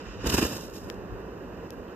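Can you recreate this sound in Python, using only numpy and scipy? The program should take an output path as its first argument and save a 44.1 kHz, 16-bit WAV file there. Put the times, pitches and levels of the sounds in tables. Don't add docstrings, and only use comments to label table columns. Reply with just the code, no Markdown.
import sys
import numpy as np
from scipy.fft import rfft, irfft, next_fast_len
from scipy.io import wavfile
from scipy.ndimage import map_coordinates

SR = 44100
rng = np.random.default_rng(int(sys.argv[2]) if len(sys.argv) > 2 else 0)


def dump(signal):
    limited = np.clip(np.atleast_2d(signal).T, -1, 1)
    pcm = np.round(limited * 32767).astype(np.int16)
    wavfile.write(sys.argv[1], SR, pcm)


N = 85995
TIME_S = np.arange(N) / SR


def amp(db):
    return 10 ** (np.asarray(db) / 20)


def unit(x):
    return x / np.sqrt(np.mean(x ** 2) + 1e-20)


def along(points, hz, column=1):
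    cols = np.transpose(points)
    return np.interp(np.log(hz + 1), np.log(cols[0] + 1), cols[column])


def curves(rows):
    time_s, *cols = np.transpose(rows)
    return [np.interp(TIME_S, time_s, col) for col in cols]


def wobble(rate_hz):
    knots = rng.standard_normal(int(N * rate_hz / SR) + 4)
    return map_coordinates(knots, [TIME_S * rate_hz])


def filtered(x, response):
    size = next_fast_len(N + SR // 2)
    return irfft(rfft(x, size) * response(np.fft.rfftfreq(size, 1 / SR)), size)[..., :N]


def pulse(centre_s, pitch_hz, half_width_s):
    t = TIME_S - centre_s
    return np.cos(2 * np.pi * pitch_hz * t) * np.exp(-(t / half_width_s) ** 2)


# frequency_hz, gain_db
PATH_COLOUR = [(650, -1), (830, -2.5), (1030, 3), (1220, 0.5), (1450, 1.5), (1850, 1.5), (2200, -7),
               (2450, 2.5), (2750, 6), (3050, 4), (3300, -3.5), (3650, 4.5), (4200, -0.5), (4550, -0.5),
               (4850, 3), (5130, 9.5), (5450, 6), (6000, 0.5), (6300, -1.5), (6600, 6.5), (6900, 5),
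               (7130, -1), (7450, 0.5), (8500, 0.5), (9200, -9), (9900, -1.5), (10750, -7.5), (11500, -2.5),
               (12400, -2), (12950, -4.5), (13500, -1.5), (14300, -8)]
# frequency_hz, left_over_right_db, left_lead_rad, coherence
PORT_RESPONSE = [(170.0, -1.0, -0.1, 0.97), (480.0, -3.0, -0.5, 0.96), (600.0, -7.0, -0.3, 0.82),
                 (700.0, -3.0, 0.3, 0.84), (850.0, 4.0, -0.3, 0.85), (1050.0, 0.0, -1.5, 0.93),
                 (1280.0, -12.0, -1.3, 0.49), (1420.0, -12.0, -0.4, 0.67), (1650.0, -9.0, -0.5, 0.8),
                 (1920.0, -12.0, 0.2, 0.22), (2250.0, 6.0, 3.1, 0.24), (2450.0, -1.0, 5.4, 0.8),
                 (2800.0, -2.0, 6.3, 0.91), (3250.0, -3.0, 8.3, 0.48), (3800.0, 3.0, 10.6, 0.64),
                 (4800.0, 1.0, 8.6, 0.65), (5700.0, -5.0, 10.1, 0.73), (6800.0, -7.0, 10.2, 0.59),
                 (8400.0, -14.0, 10.2, 0.28), (10200.0, 7.0, 13.1, 0.2), (12500.0, -8.0, 13.9, 0.18),
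                 (14300.0, -6.0, 13.2, 0.31)]
def turbulence(spectrum, colour_share=np.ones_like):
    def coherence(hz):
        return along(PORT_RESPONSE, hz, column=3)

    def ports(hz):
        sides = np.array([[0.5], [-0.5]])
        balance = amp(sides * along(PORT_RESPONSE, hz))
        phase = np.exp(1j * sides * along(PORT_RESPONSE, hz, column=2))
        level_db = along(spectrum, hz) + colour_share(hz) * along(PATH_COLOUR, hz)
        return balance / np.linalg.norm(balance, axis=0) * phase * amp(level_db)

    shared = filtered(rng.standard_normal(N), lambda hz: np.sqrt(coherence(hz)))
    own = filtered(rng.standard_normal((2, N)), lambda hz: np.sqrt(1 - coherence(hz)))
    return unit(filtered(shared + own, ports))


# time_s, rush_db, hiss_db
JET_LEVELS = [(0, -39.5, -48.5), (.12, -45.5, -47.5), (.22, -41, -50.5), (.55, -39, -55.5), (.8, -43, -73),
              (.9, -39, -67), (1.02, -40.5, -63.5), (1.25, -38.5, -66.5), (1.6, -40.5, -62),
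              (1.95, -41, -63.5)]
# frequency_hz, density_db
RUSH_SPECTRUM = [(60, -4.5), (150, -9), (182, 0), (225, -3), (340, -1.5), (480, -1.5), (650, -11),
                 (1100, -16), (1800, -21), (3300, -36.5), (7000, -42.5), (9500, -55.5), (14000, -39.5)]
HISS_SPECTRUM = [(400, -26), (1000, 6.5), (2800, 0), (3600, -6), (7000, -11), (9000, -26), (14000, -42)]
# frequency_hz, share
RUSH_COLOUR_SHARE = [(3000, 0.94), (3800, 0.38)]
def jet(rush_flutter_db=0.83, hiss_flutter_db=2.0):
    rush_db, hiss_db = curves(JET_LEVELS)
    rush = turbulence(RUSH_SPECTRUM, colour_share=lambda hz: along(RUSH_COLOUR_SHARE, hz))
    rush *= amp(rush_db + rush_flutter_db * wobble(45.03))
    hiss = amp(hiss_db + hiss_flutter_db * wobble(31.75)) * turbulence(HISS_SPECTRUM)
    return rush + hiss


# time_s, level_db
BREEZE_LEVELS = [(0, -59), (.07, -43), (.16, -44), (.22, -42), (.55, -57), (.65, -45), (.8, -55),
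                 (.86, -41.5), (.92, -59), (.98, -43.5), (1.09, -50), (1.13, -39), (1.18, -49), (1.32, -58),
                 (1.44, -48), (1.55, -51), (1.74, -58), (1.8, -47), (1.86, -62), (1.95, -58)]
# frequency_hz, density_db
RUMBLE_SPECTRUM = [(18, -63), (28, -34), (38, -18), (50, 11.5), (70, -7), (90, 2), (118, 1.5), (150, -16.5),
                   (400, -54), (2000, -88)]
def breeze(lumps_db=0.5, shared_db=-4):
    air = rng.standard_normal((2, N)) + amp(shared_db) * rng.standard_normal(N)
    rumble = filtered(air, lambda hz: amp(along(RUMBLE_SPECTRUM, hz)))
    level_db, = curves(BREEZE_LEVELS)
    return amp(level_db) * unit(amp(lumps_db * wobble(21)) * rumble)


# time_s, roar_db, fizz_db
FLARE_LEVELS = [(.21, -55, -85), (.245, -36, -76), (.262, -28, -42), (.285, -31.5, -40.5),
                (.312, -36.5, -44), (.335, -38, -36.5), (.365, -35, -35.5), (.395, -38, -33.5),
                (.406, -37, -36.5), (.422, -34, -32.5), (.466, -31.5, -35), (.482, -41, -41),
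                (.52, -36, -41), (.57, -41.5, -41), (.592, -60, -48), (.612, -50, -45.5),
                (.725, -67, -57.5), (.755, -71, -45), (.8, -53, -54.5), (.86, -75, -59.5), (.9, -72, -57.5),
                (1.03, -93, -77)]
# centre_s, roar_db, fizz_db, half_width_s, puff_db
GAS_SPURTS = [(0.245, -39, -62, 0.004, -24), (0.2735, -25, -27.5, 0.0034, -50),
              (0.301, -28, -26.5, 0.0041, -45), (0.327, -26, -30, 0.0042, -38),
              (0.3432, -23.5, -24, 0.0065, -17), (0.3878, -22.5, -28.5, 0.0071, -16),
              (0.4293, -22.5, -34, 0.0058, -18.5), (0.454, -30.5, -41, 0.0063, -22.5),
              (0.524, -43, -46, 0.0038, -31), (0.567, -41, -44, 0.0044, -34.5),
              (0.755, -57, -58, 0.0023, -34), (0.847, -61, -53, 0.0053, -46)]
# frequency_hz, density_db
ROAR_SPECTRUM = [(30, -15), (58, -2), (110, 0.5), (160, 1.5), (230, 1), (330, -1), (500, -3.5), (750, -12),
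                 (1050, -11.5), (1800, -16), (3000, -21), (6000, -29.5), (14000, -37)]
RASP_SPECTRUM = [(400, -29), (700, 4), (1100, -3), (1900, 1), (2800, -3.5), (5000, -24)]
FIZZ_SPECTRUM = [(300, -43), (1200, -5), (3000, 5), (7000, 5.5), (10000, 1.5), (13500, 7.5), (15000, 7)]
def flare(sputter_db=1.23, grit_db=1.0, rasp_db=-8.5):
    roar_power, fizz_power = amp(curves(FLARE_LEVELS)) ** 2
    spurt_power, puffs = np.zeros((2, N))
    for centre_s, roar_db, fizz_db, half_width_s, puff_db in GAS_SPURTS:
        swell = np.exp(-np.abs((TIME_S - centre_s) / half_width_s) ** 1.26)
        spurt_power += amp(roar_db) ** 2 * swell
        fizz_power += amp(fizz_db) ** 2 * swell
        puffs += amp(puff_db) * pulse(centre_s, pitch_hz=320, half_width_s=0.003)
    roar = np.sqrt(roar_power + spurt_power) * turbulence(ROAR_SPECTRUM)
    rasp = amp(rasp_db) * np.sqrt(spurt_power) * turbulence(RASP_SPECTRUM)
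    fizz = np.sqrt(fizz_power) * amp(grit_db * wobble(1100)) * turbulence(FIZZ_SPECTRUM)
    sputter = amp(sputter_db * wobble(170.4))
    return puffs + sputter * (roar + rasp + fizz)


# centre_s, peak_db
GAS_WHUMPS = [(0.28, -25), (0.349, -23), (.452, -26)]
def whumps(pitch_hz=58.7, half_width_s=0.013):
    return sum(amp(peak_db) * pulse(centre_s, pitch_hz, half_width_s) for centre_s, peak_db in GAS_WHUMPS)


# start_s, left_peak_db, tilt_db_per_octave, right_drop_db
CHARGE_TICKS = [(.9003, -17, -5, 29), (.9440, -42, -3, 6), (1.7056, -25, 1.5, 27)]
# pitch_hz, level_db, t60_s
SNAP_MODES = [(900, -16, 0.0024), (1690, -8.5, 0.0033), (3070, -4, 0.003), (5500, -1.5, 0.0028),
              (7700, -9, 0.002), (10060, -6.5, 0.0015), (13500, -5.5, 0.0022)]
def ticks():
    out = np.zeros((2, N + SR))
    t = np.arange(SR // 50) / SR
    for start_s, peak_db, tilt, right_drop_db in CHARGE_TICKS:
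        snap = np.zeros(len(t))
        for k, (pitch_hz, level_db, t60_s) in enumerate(SNAP_MODES):
            decay = amp(level_db + tilt * np.log2(pitch_hz / 4000) - 60 * t / t60_s)
            snap += (-1) ** k * decay * np.sin(2 * np.pi * pitch_hz * t)
        port_gains = amp([[peak_db], [peak_db - right_drop_db]])
        start = round(start_s * SR)
        out[:, start:start + len(t)] -= port_gains * snap / np.abs(snap).max()
    return out[:, :N]


# centre_s, peak_db, pitch_hz
GUST_BUMPS = [(1.130, -34.5, 76), (1.797, -44, 50)]
def gusts(half_width_s=0.0099):
    return sum(amp(peak_db) * pulse(centre_s, pitch_hz, half_width_s)
               for centre_s, peak_db, pitch_hz in GUST_BUMPS)


# time_s, level_db
SIZZLE_LEVELS = [(1.712, -82), (1.728, -65), (1.78, -80)]
# frequency_hz, density_db
SIZZLE_SPECTRUM = [(7000, -28), (12000, 0)]
def sizzle(grit_db=3):
    level_db = np.interp(TIME_S, *np.transpose(SIZZLE_LEVELS), left=-np.inf, right=-np.inf)
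    return amp(level_db) * unit(amp(grit_db * wobble(900)) * turbulence(SIZZLE_SPECTRUM))


# start_s, level_db
CLINK_STRIKES = [(1.8828, -43.5), (1.889, -52), (1.896, -50)]
def clinks(pitch_hz=3070, t60_s=0.0078, right_db=-7):
    ring = np.zeros(N)
    for start_s, level_db in CLINK_STRIKES:
        age_s = np.maximum(TIME_S - start_s, 0)
        ring += amp(level_db - 60 * age_s / t60_s) * np.sin(2 * np.pi * pitch_hz * age_s)
    return amp([[0], [right_db]]) * ring


def scene():
    return jet() + breeze() + flare() + whumps() + ticks() + gusts() + sizzle() + clinks()


def record(dry, low_cut_hz=40, top_hz=14700):
    def response(hz):
        slope = (hz / low_cut_hz) ** 3
        return (hz < top_hz) * slope / np.hypot(1, slope)

    return filtered(dry, response)


dry = scene()
out = record(dry)
dump(out)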